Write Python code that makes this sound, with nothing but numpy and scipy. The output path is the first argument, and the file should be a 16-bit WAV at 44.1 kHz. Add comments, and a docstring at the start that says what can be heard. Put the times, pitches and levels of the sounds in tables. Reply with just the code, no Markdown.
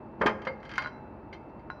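"""A workshop, by the press: a steel drift drops into a cast housing and rattles; a loose hub snaps on its seat.
A motor hums in wavering shaft orders over broad, patchy machine noise, and the room answers faintly.
Blows, slips and snaps ring decaying modes of the metal, with noise for the dense clang, crack and scraping.
The small camera's microphone clips the loud blows, colours the sound and adds a faint hiss."""
import sys
import numpy as np
from scipy import signal
from scipy.fft import rfft, irfft, next_fast_len
from scipy.io import wavfile
from scipy.ndimage import uniform_filter1d, map_coordinates

SR = 44100
rng = np.random.default_rng(int(sys.argv[2]) if len(sys.argv) > 2 else 0)


def waveform_to_disk(signal):
    """Save audio, clipped to [-1, 1], as 16-bit WAV at the path in sys.argv[1]."""
    frames = np.transpose(np.atleast_2d(signal))
    scaled = np.clip(frames, -1, 1) * 32767
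    samples = np.round(scaled).astype(np.int16)
    wavfile.write(sys.argv[1], SR, samples)


def magnitude_from_level(level_db):
    """Linear magnitude for a level in decibels (20 dB per decade)."""
    exponent = np.asarray(level_db, float) / 20
    return 10 ** exponent


N = 79380  # samples, 1.8 s


def unit(x):
    """Scale to rms 1."""
    return x / np.sqrt(np.mean(x ** 2) + 1e-20)


def along(points, hz):
    """Read a curve of (Hz, value) points on a log frequency axis."""
    f, v = np.transpose(points)
    return np.interp(np.log(hz + 1), np.log(f + 1), v)


def wobble(rate):
    """A smooth random curve, rate knots a second."""
    knots = rng.standard_normal(int(N * rate / SR) + 4)
    return map_coordinates(knots, [np.arange(N) * rate / SR])


def filtered(x, response):
    """Multiply the spectrum of x by a complex response of frequency."""
    n = x.shape[-1]
    m = next_fast_len(n + 8192)
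    return irfft(rfft(x, m) * response(np.fft.rfftfreq(m, 1 / SR)), m)[..., :n]


def dying(t60s, size, spectrum=((1, 0),)):
    """Noise of energy 1 whose every band dies at its own speed."""
    hz, t, z = signal.stft(rng.standard_normal(size), SR, nperseg=256)
    start_db = along(spectrum, hz)[:, None]
    decay_db = 60 * t / along(t60s, hz)[:, None]
    tail = signal.istft(z * magnitude_from_level(start_db - decay_db), SR, nperseg=256)[1][:size]
    return tail / np.linalg.norm(tail)


def ring(pitches_hz, modes, t, scatter_db, lift_db=0, blur_hz=6.9):
    """Decaying modes, randomly stronger or weaker each time; loose contact smears each over blur_hz."""
    attack_s = 0.00019  # time constant
    hz = np.c_[pitches_hz]
    db, t60 = np.transpose(modes)[:, :, None]
    # the phase takes a random step, held for 8 samples
    steps = np.repeat(rng.standard_normal((len(hz), len(t) // 8 + 1)), 8, axis=1)[:, :len(t)]
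    phase = np.cumsum(steps, axis=1) * np.sqrt(2 * np.pi * blur_hz / SR / 8)
    strength_db = db + lift_db + rng.normal(0, 1, hz.shape) * scatter_db
    tones = magnitude_from_level(strength_db - 60 * t / t60) * np.sin(2 * np.pi * hz * t + phase)
    return tones.sum(axis=0) * (1 - np.exp(-t / attack_s))


def contact(x, bass_hz, treble_hz):
    """A light contact drives little bass, a soft one little treble."""
    return filtered(x, lambda f: (1j * f / (bass_hz + 1j * f)) ** 2 / (1 + 1j * f / treble_hz) ** 3)


# motor tones: shaft_order, level_db (rms, before wavering)
MOTOR_ORDERS = [(3, -60), (4, -61.5), (5, -59), (6, -64.5), (8, -57.5), (11, -84.5), (13, -57.5), (14, -62),
                (20, -58), (23, -61.5), (37, -61), (49, -70), (51, -60.5), (55, -61)]
# spectrum of the machine noise: pitch_hz, level_db (relative, per Hz)
MACHINE_SPECTRUM = [(25, -41), (45, -27), (105, -3), (140, -3.5), (300, -2), (450, -7.5), (900, -9.5),
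                    (1050, -13.5), (2400, -33), (3300, -47), (4500, -49.5), (7000, -72.5)]


def motor():
    """Wavering multiples of the shaft speed and a whine over patchy noise; uneven turning blurs high orders."""
    shaft_hz, wander_turns = 16.63, 0.0047
    waver_db, whine_waver_db = 2.3, 1.5
    noise_db, patchy_db = -47.5, 0.5
    t = np.arange(N) / SR
    turned_s = t + wander_turns / shaft_hz * wobble(12)
    lines = [(order * shaft_hz, db, waver_db) for order, db in MOTOR_ORDERS]
    lines.append((2651, -75.5, whine_waver_db))  # the whine: Hz, dB rms
    tones = np.zeros(N)
    for hz, db, waver in lines:
        level = np.sqrt(2) * magnitude_from_level(db + waver * wobble(7.9))
        tones += level * np.sin(2 * np.pi * (hz * turned_s + rng.random()))
    # patches: noise levels smoothed over neighbouring bands and frames
    z = signal.stft(rng.standard_normal(N), nperseg=1024)[2]
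    patches = uniform_filter1d(rng.standard_normal(z.shape), size=5, axis=0)
    patches = uniform_filter1d(patches, size=5, axis=1)
    noise = signal.istft(z * magnitude_from_level(patchy_db * unit(patches)), nperseg=1024)[1][:N]
    noise = filtered(noise, lambda hz: magnitude_from_level(along(MACHINE_SPECTRUM, hz)))
    return tones + magnitude_from_level(noise_db) * unit(noise)


# decay of the workshop: pitch_hz, t60_s
ROOM_DECAY = [(100, 1), (1000, 1), (4000, 0.24), (8000, 0.62)]


def room(x):
    """The workshop's late answer: x smeared by a delayed tail of dying noise."""
    level_db, delay_s = -16.5, 0.008
    late = np.pad(x, (round(delay_s * SR), 0))
    return magnitude_from_level(level_db) * signal.fftconvolve(late, dying(ROOM_DECAY, size=SR // 2))[:N]


# drift mode pitches: pitch_hz
DRIFT_PITCHES = [1480, 2103, 2146, 2900, 3122, 3332, 3610, 4090, 4330, 4694, 5745, 6370, 6500, 7300, 9100]
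# drift modes, in the order of those pitches: level_db (relative), t60_s
DRIFT_MODES = [(-12, .1), (2, .2), (-2, .22), (-2, .02), (-13, .06), (-18, .05), (-15, .12), (-10, .09),
               (-14, .12), (-10, .16), (-14, .07), (-25, 0.078), (-22, 0.014), (-38.5, .04), (-34.5, 0.27)]
# decay of the dense ring of housing and bed: pitch_hz, t60_s
DENSE_DECAY = [(100, 0.35), (500, 0.25), (1500, 0.1), (3000, 0.11), (7000, 0.032)]
# drift scraping in the bore, a curve through: time_s, level_db (of the smallest slips)
SCRAPE_LEVEL = [(.18, -120), (0.201, -69.5), (0.299, -79), (0.409, -85.5), (.46, -72), (0.562, -85),
                (0.612, -88), (.63, -68.5), (.68, -71), (.72, -74), (.78, -58), (0.869, -76), (.92, -120),
                (1.319, -120), (1.33, -58.5), (1.37, -92), (1.419, -120)]


def scrape():
    """Small uneven slips of the drift in the bore ring its modes and a short rough tail."""
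    slips_per_s, spread_db, rough_db = 500, 2.2, 9
    t = np.arange(SR // 4) / SR
    happens = rng.random(N) < slips_per_s / SR
    sizes = magnitude_from_level(spread_db * rng.exponential(1, N)) * rng.choice([-1, 1], N)
    level_db = np.interp(np.arange(N) / SR, *np.transpose(SCRAPE_LEVEL))
    slips = happens * sizes * magnitude_from_level(level_db)
    rough = magnitude_from_level(rough_db) * contact(dying(DENSE_DECAY, size=len(t)), 2000, 8800)
    body = ring(DRIFT_PITCHES, DRIFT_MODES, t, scatter_db=0) + rough
    return signal.fftconvolve(slips, body)[:N]


# hub mode pitches: pitch_hz
HUB_PITCHES = [1063, 1447, 1400, 2700, 3978, 3988, 4694, 5136, 5790, 6640, 8500, 11400]
# hub modes, in the order of those pitches: level_db (relative), t60_s
HUB_MODES = [(-14.5, 0.15), (-16, 0.12), (7, 0.0056), (-21, 0.031), (-29, .25), (-35, .5), (-68.5, 0.24),
             (-43, 0.36), (-45, 0.5), (-54, 0.14), (-64.5, .1), (-52, 0.085)]
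# spectrum of the dense ring of housing and bed: pitch_hz, level_db (relative, per Hz)
DENSE_SPECTRUM = [(60, 1.5), (200, -5), (600, 2), (1600, 7), (2600, -4), (3300, -16.5), (4500, -8.5),
                  (7500, -13), (12000, -26)]
# hub snapping on its seat: start_s, level_db (relative), treble_edge_hz, thin_tones_db (lift)
HUB_SNAPS = [(0.7805, -10.5, 2800, -5), (0.8469, -26.5, 3900, 11), (0.86, -18, 2500, -6.5),
             (.873, -25.5, 2010, 2), (0.881, -32, 2020, -16), (1.7015, -21, 3050, 5),
             (1.7153, -33, 2000, -15)]


def hub():
    """A dry snap: hub modes with a few long thin tones, plus the dense ring of the seat under it."""
    thin_above_hz, seat_db = 3500, 5
    out, t = np.zeros(N + SR), np.arange(SR // 2) / SR
    for start_s, level_db, treble_hz, thin_db in HUB_SNAPS:
        lift_db = thin_db * (np.c_[HUB_PITCHES] > thin_above_hz)
        tones = ring(HUB_PITCHES, HUB_MODES, t, scatter_db=1, lift_db=lift_db, blur_hz=0)
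        seat = magnitude_from_level(seat_db) * dying(DENSE_DECAY, size=len(t), spectrum=DENSE_SPECTRUM)
        snap = magnitude_from_level(level_db) * contact(tones + seat, 550, treble_hz)
        out[round(start_s * SR):][:len(t)] -= snap
    return out[:N]


# low pushes as the bed takes the weight: start_s, level_db (relative), pitch_hz
BED_THUMPS = [(0.207, -20.5, 200), (0.2133, -17.5, 346), (0.257, -8, 300), (0.4696, -32.5, 357)]


def bed():
    """Low pushes as the bed takes the weight: a cosine that swells and dies in about a cycle."""
    cycles = 1.15
    out, t = np.zeros(N + SR), np.arange(SR // 2) / SR
    for start_s, level_db, hz in BED_THUMPS:
        swell = hz * t * np.exp(1 - 2 * hz * t / cycles)
        out[round(start_s * SR):][:len(t)] -= magnitude_from_level(level_db) * swell * np.cos(2 * np.pi * hz * t)
    return out[:N]


# housing mode pitches: pitch_hz
HOUSING_PITCHES = [218, 321, 440, 528, 604, 692, 860, 1044, 1150, 1220, 1615, 1924, 3118, 3240, 4685, 5105,
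                   6118]
# housing modes, in the order of those pitches: level_db (relative), t60_s
HOUSING_MODES = [(-8, 0.45), (-8.5, 0.086), (-9, 0.33), (-3, 0.3), (-13, 0.3), (-7, 0.11), (-6, 0.22),
                 (-10, .25), (-13, .25), (0, 0.12), (2.5, 0.071), (-8.5, 0.14), (-4, .1), (-8, .08),
                 (-16, .14), (-19, .2), (-20, .12)]
# drift against housing: start_s, housing_level_db, drift_level_db (both relative), bass_edge_hz, treble_edge_hz
DRIFT_BLOWS = [(0.2119, -23.5, -40.5, 80, 1200), (0.2155, -25, -49, 288, 2090),
               (.2205, -27, -48, 402, 1640), (0.2246, -36.5, -50, 500, 1200), (0.2559, -21, -46, 50, 500),
               (.2615, -24, -50, 300, 4000), (.2665, -26, -40, 900, 4000), (.2715, -29.5, -45, 900, 4000),
               (0.2754, -33.5, -32.5, 900, 3000), (.293, -35.5, -50, 2000, 4000),
               (0.419, -43.5, -52.5, 1500, 3500), (.4515, -39, -61, 2000, 3500),
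               (0.4692, -30, -45, 100, 1500), (0.472, -48.5, -34, 800, 4070),
               (0.478, -37.5, -59.5, 600, 2020), (.601, -76, -54.5, 4500, 6000),
               (0.63, -48, -65, 1500, 4000), (0.652, -43, -71, 1980, 3950), (0.6928, -39, -63, 2200, 4000),
               (0.7039, -49, -45, 2200, 4000), (0.7148, -36.5, -57.5, 2200, 4000),
               (0.7371, -39, -47.5, 2200, 4000), (0.7567, -39.5, -51, 2170, 5000),
               (.780, -32, -31, 900, 5040), (0.821, -37.5, -44, 1200, 4860), (.838, -68, -41, 1500, 5000),
               (0.871, -47, -47.5, 1500, 5070), (1.3275, -50.5, -48.5, 700, 4500),
               (1.343, -57, -58, 1200, 5460), (1.494, -79, -63.5, 3020, 4970), (1.593, -71, -63, 700, 6000)]


def housing():
    """Each blow rings housing and drift modes, with a dense clang and a short noise crack."""
    scatter_db, clang_db = 2.5, 32.5
    crack_db, crack_t60_s = -10.5, 0.0018
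    out, t = np.zeros(N + SR), np.arange(SR // 2) / SR
    for start_s, housing_db, drift_db, bass_hz, treble_hz in DRIFT_BLOWS:
        clang = magnitude_from_level(clang_db) * dying(DENSE_DECAY, size=len(t), spectrum=DENSE_SPECTRUM)
        crack = magnitude_from_level(crack_db - 60 * t / crack_t60_s) * rng.standard_normal(len(t))
        cast = magnitude_from_level(housing_db) * (ring(HOUSING_PITCHES, HOUSING_MODES, t, scatter_db) + clang)
        steel = magnitude_from_level(drift_db) * (ring(DRIFT_PITCHES, DRIFT_MODES, t, scatter_db) + crack)
        out[round(start_s * SR):][:len(t)] += contact(cast + steel, bass_hz, treble_hz)
    return out[:N]


def scene():
    """The metal, the room's answer to it, and the motor, in one channel."""
    metal = housing() + bed() + scrape() + hub()
    return (metal + room(metal) + motor())[None]


# microphone colour: pitch_hz, level_db
MIC_COLOUR = [(30, -20.5), (44, -2.5), (5000, 1.5), (7000, 1.5), (7600, -3), (8000, -42.5), (8400, 2.5),
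              (9000, -0.5), (12000, 2.5), (13300, -1), (14400, -17.5), (15500, -5)]


def microphone(dry):
    """The small camera's microphone: loud peaks bend hard against a ceiling, then its colour is applied."""
    ceiling, hardness = 0.178, 14
    clipped = dry / (1 + np.abs(dry / ceiling) ** hardness) ** (1 / hardness)
    edge = SR // 20  # mirrored ends keep the filter from wrapping
    padded = np.pad(clipped, [(0, 0), (edge, edge)], "reflect")
    return filtered(padded, lambda hz: magnitude_from_level(along(MIC_COLOUR, hz)))[:, edge:-edge]


def low_pass(x):
    """Removes everything above the highest recorded frequency."""
    return signal.sosfilt(signal.butter(12, 15660, fs=SR, output="sos"), x)


def record(dry):
    """The microphone, a brief fade-in and faint hiss."""
    fade_in_s, hiss_db = 0.003, -93
    heard = microphone(dry) * np.minimum(np.arange(N) / (fade_in_s * SR), 1)
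    mix = heard + magnitude_from_level(hiss_db) * rng.standard_normal(heard.shape)
    return low_pass(mix)


dry = scene()
out = record(dry)
waveform_to_disk(out)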